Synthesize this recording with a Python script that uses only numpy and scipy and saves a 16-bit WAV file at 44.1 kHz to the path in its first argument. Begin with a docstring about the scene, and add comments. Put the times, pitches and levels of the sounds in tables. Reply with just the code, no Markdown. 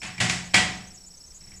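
"""A plastic toilet lid, heard close by in a small tiled bathroom as a cat pulls its head from under it.
The lid rattles, knocks twice and falls shut with a bang; each blow cracks, sets the bowl ringing and
makes the room boom. Soft paw taps on the floor follow. The one microphone is a camera's, whose
electronics add a thin whine and a chatter at the frame rate, over faint hiss and a low rumble."""
import sys
import numpy as np
from scipy import signal
from scipy.fft import rfft, irfft, next_fast_len
from scipy.io import wavfile
from scipy.ndimage import map_coordinates

SR = 44100
rng = np.random.default_rng(int(sys.argv[2]) if len(sys.argv) > 2 else 0)


def dump(signal):
    """Clip the signal to [-1, 1] and save it as 16-bit WAV at the path in sys.argv[1]."""
    limited = np.clip(np.atleast_2d(signal).T, -1, 1)
    pcm = np.round(limited * 32767).astype(np.int16)
    wavfile.write(sys.argv[1], SR, pcm)


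N = 70560

# Blows of the lid: start_s, level_db, direct_db, boom_db, treble_db, rise_s
# (direct, boom and treble are relative to the level)
LID_BLOWS = [(.017, -41.5, 5.5, 3, 1, 0.0014), (.0298, -35, 3.5, -6, -0.5, 0.0025),
             (.0578, -38, -1, -0.5, -6.5, 0.0035), (.1795, -42.5, 12, 4, -2.5, 0.0023),
             (.2015, -20.5, -19, -2.5, 1, 0.0018), (.2955, -27, 11, -5.5, 4, 0.0025),
             (.536, -22, -2.5, -8.5, -3, .004), (.5415, -16, 5.5, -9, 1, 0.0018),
             (.573, -29.5, 5, -5, -11.5, 0.0027)]
# Paw taps on the floor: start_s, level_db, direct_db, boom_db, treble_db, rise_s
PAW_TAPS = [(1.317, -71.5, 10.5, 3, 13, .002), (1.4105, -62.5, 3, 11, 4, 0.0017),
            (1.4653, -58, 3, 6.5, -11.5, 0.0044), (1.5172, -58, 8.5, 4, -7, .002)]
# Short ring near 2 kHz heard with every blow and tap: pitch_hz, level_db, t60_s
CONTACT_RING_MODES = [(1937, -3, 0.029), (2144, -4.5, 0.052), (2318, 2.5, 0.043), (2460, -3.5, 0.046),
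                      (2750, -10, .03), (3230, -1.5, 0.019)]
# Lasting ring of the bowl and tiles: pitch_hz, level_db, t60_s
BOWL_MODES = [(639.6, -9.5, .55), (739, -5.5, 0.62), (1099, -11.5, 0.39), (1534, -7.5, 0.46),
              (1952, 0, 0.42), (2130, -3.5, 0.43), (2320, -9.5, 0.57), (2438, -5.5, 0.39),
              (2620, 0.5, 0.28), (2932, -4.5, 0.37), (3240, -7.5, .43), (4800, -13, .45)]
# Standing waves of the room: pitch_hz, level_db, t60_s
ROOM_MODES = [(67.3, -13.5, 1.0), (94.8, -9, 0.75), (116.06, -1, 0.67), (131.2, -4, 0.69), (162, -5, .7),
              (179.1, -2.5, 0.99), (201.5, -3, 0.83), (237.8, -12.5, 0.73), (278.5, -13, 0.33),
              (355.2, -9, 0.38)]
# Colour of a blow among the tiles: frequency_hz, level_db
BLOW_SPECTRUM = [(30, -17), (120, -4), (300, -8.5), (480, -13.5), (700, -6), (1000, -6), (1400, -6),
                 (2000, 1.5), (2450, -0.5), (3000, -3), (3800, -6.5), (5200, -7), (6200, -9.5),
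                 (7700, -6.5), (9000, -17), (10500, -22.5), (12500, -40), (15500, -50)]
# Decay of the room's echoes: frequency_hz, t60_s
ROOM_DECAY = [(100, .8), (400, 0.74), (1000, 0.57), (2200, .52), (5000, .52), (8000, 0.45), (13000, 0.3)]
# Shelf that takes a blow's treble_db: frequency_hz, share
TREBLE_SHELF = [(2500, 0), (5000, 1)]
# Steady hiss: frequency_hz, level_db
HISS_SPECTRUM = [(250, 0.5), (600, -2.5), (1500, -9.5), (3500, -10.5), (5000, -2.5), (7500, 0.5),
                 (9000, -9), (12000, -15), (15500, -19.5)]
# Low rumble: frequency_hz, level_db
RUMBLE_SPECTRUM = [(20, 5.5), (40, -2.5), (65, 2), (100, -7), (180, -7.5), (300, -25), (800, -46)]
# Swell of the rumble: time_s, level_db
RUMBLE_SWELL = [(0, -57), (.9, -56.5), (1.3, -55), (1.45, -51.5), (1.55, -48.5), (1.6, -45.5)]
# Whine of the camera: pitch_hz, level_db
WHINE_TONES = [(7824, -65), (7885, -57.5), (7945, -66.5), (8005, -74)]
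# Higher, rougher bursts in the camera's chatter: start_s, length_s, pitch_hz, level_db
CHATTER_BURSTS = [(0.058, .028, 6800, -45.5), (0.446, .04, 6800, -48.5), (0.766, 0.025, 6300, -49),
                  (0.868, 0.023, 6340, -48.5), (0.939, 0.033, 6820, -47.5), (1.06, .032, 7000, -47),
                  (1.167, 0.024, 6200, -49.5), (1.265, .026, 6300, -50.5), (1.339, 0.049, 6870, -47),
                  (1.559, 0.032, 6900, -48)]


def background():
    """Faint hiss at the microphone, and a low rumble that swells at the end."""
    hiss_db = -56
    rumble_db = np.interp(np.arange(N) / SR, *np.transpose(RUMBLE_SWELL))
    return amp(hiss_db) * noise(HISS_SPECTRUM) + amp(rumble_db) * noise(RUMBLE_SPECTRUM)


def camera_whine():
    """The camera's electronics hold a cluster of thin, steady tones."""
    t = np.arange(N) / SR
    return sum(np.sqrt(2) * amp(db) * np.sin(2 * np.pi * (hz * t + rng.random()))
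               for hz, db in WHINE_TONES)


def chirp(length_s, hz, sag_hz, wander_hz, wander_rate):
    """A short unsteady tone that sags by sag_hz to reach hz in the middle."""
    t = np.arange(int(length_s * SR)) / SR
    wander = map_coordinates(rng.standard_normal(256), [t * wander_rate], mode="mirror")
    pitch = hz + sag_hz * (2 * t / length_s - 1) ** 2 + wander_hz * wander
    return np.sqrt(2) * np.sin(2 * np.pi * np.cumsum(pitch) / SR) * signal.windows.tukey(len(t), .5)


def camera_chatter(frame_hz=30, first_s=0.001006, chirp_s=0.026, chirp_db=-49):
    """The electronics chirp once a frame, now and then giving way to a higher burst."""
    out = np.zeros(N)
    for start_s in first_s + np.arange(int(N / SR * frame_hz)) / frame_hz:
        gain = amp(chirp_db + rng.normal())
        tone = chirp(chirp_s, hz=5397, sag_hz=337, wander_hz=170, wander_rate=820)
        middle_s = start_s + chirp_s / 2
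        if not any(start < middle_s < start + length for start, length, _, _ in CHATTER_BURSTS):
            add(out, start_s, gain * tone)
    for start_s, length_s, hz, db in CHATTER_BURSTS:
        add(out, start_s, amp(db) * chirp(length_s, hz, sag_hz=0, wander_hz=336, wander_rate=1500))
    return out


def ring(modes, scatter_db):
    """Struck modes die away as damped sines, with random phases and scattered strengths."""
    t = np.arange(N) / SR
    out = np.zeros(N)
    for hz, db, t60_s in modes:
        envelope = amp(db + scatter_db * rng.normal() - 60 * t / t60_s)
        out += envelope * np.sin(2 * np.pi * (hz * t + rng.random()))
    return out


def contact(crack_db=2, crack_t60_s=0.027):
    """The direct sound of every blow and tap: a short ring near 2 kHz and a crack of noise."""
    t = np.arange(N) / SR
    short_ring = ring(CONTACT_RING_MODES, scatter_db=0)
    crack = amp(crack_db - 60 * t / crack_t60_s) * noise(BLOW_SPECTRUM)
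    return short_ring + crack


def tile_echoes():
    """Dense echoes off the tiles; the treble dies first."""
    hz, t, spectrum = signal.stft(noise(BLOW_SPECTRUM), SR, nperseg=256)
    decay = amp(-60 * t / along(ROOM_DECAY, hz)[:, None])
    return signal.istft(spectrum * decay, SR, nperseg=256)[1][:N]


def strikes(blows, boom_rise_s, bowl_db=-9.5, room_db=-5):
    """Each blow of lid or paw echoes off the tiles, rings the bowl and builds up the room's boom."""
    out, t = np.zeros(N), np.arange(N) / SR
    for start_s, level_db, direct_db, boom_db, treble_db, rise_s in blows:
        body = amp(direct_db) * contact() + tile_echoes()
        body += amp(bowl_db) * ring(BOWL_MODES, scatter_db=3.5)
        body = filtered(body, lambda hz: amp(treble_db * along(TREBLE_SHELF, hz)))
        body *= 1 - np.exp(-t / rise_s)
        boom = amp(room_db + boom_db) * ring(ROOM_MODES, scatter_db=2.5)
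        boom *= 1 - np.exp(-t / boom_rise_s)
        add(out, start_s, amp(level_db) * (body + boom))
    return out


def scene():
    """The bathroom from one microphone, alike in both channels."""
    lid = strikes(LID_BLOWS, boom_rise_s=0.0087)
    paws = strikes(PAW_TAPS, boom_rise_s=.012)
    mono = lid + paws + camera_chatter() + camera_whine() + background()
    return np.array([mono, mono])


def record(dry):
    """The camera keeps nothing above its band limit."""
    top_hz = 15400
    return np.array([filtered(channel, lambda hz: hz < top_hz) for channel in dry])


def amp(db):
    """Decibels to gain."""
    return 10 ** (np.asarray(db) / 20)


def along(points, hz):
    """Read (frequency_hz, value) points at hz, on a log frequency axis."""
    frequencies, values = np.transpose(points)
    return np.interp(np.log(hz + 1), np.log(frequencies + 1), values)


def filtered(x, response):
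    """Filter x by a gain given as a function of frequency."""
    size = next_fast_len(N + 8192)
    return irfft(rfft(x, size) * response(np.fft.rfftfreq(size, 1 / SR)), size)[:N]


def noise(spectrum):
    """Coloured noise of rms 1."""
    x = filtered(rng.standard_normal(N), lambda hz: amp(along(spectrum, hz)))
    return x / np.sqrt(np.mean(x ** 2) + 1e-20)


def add(out, start_s, x):
    """Mix x into out from start_s."""
    i = max(round(start_s * SR), 0)
    out[i:i + len(x)] += x[:max(N - i, 0)]


dry = scene()
out = record(dry)
dump(out)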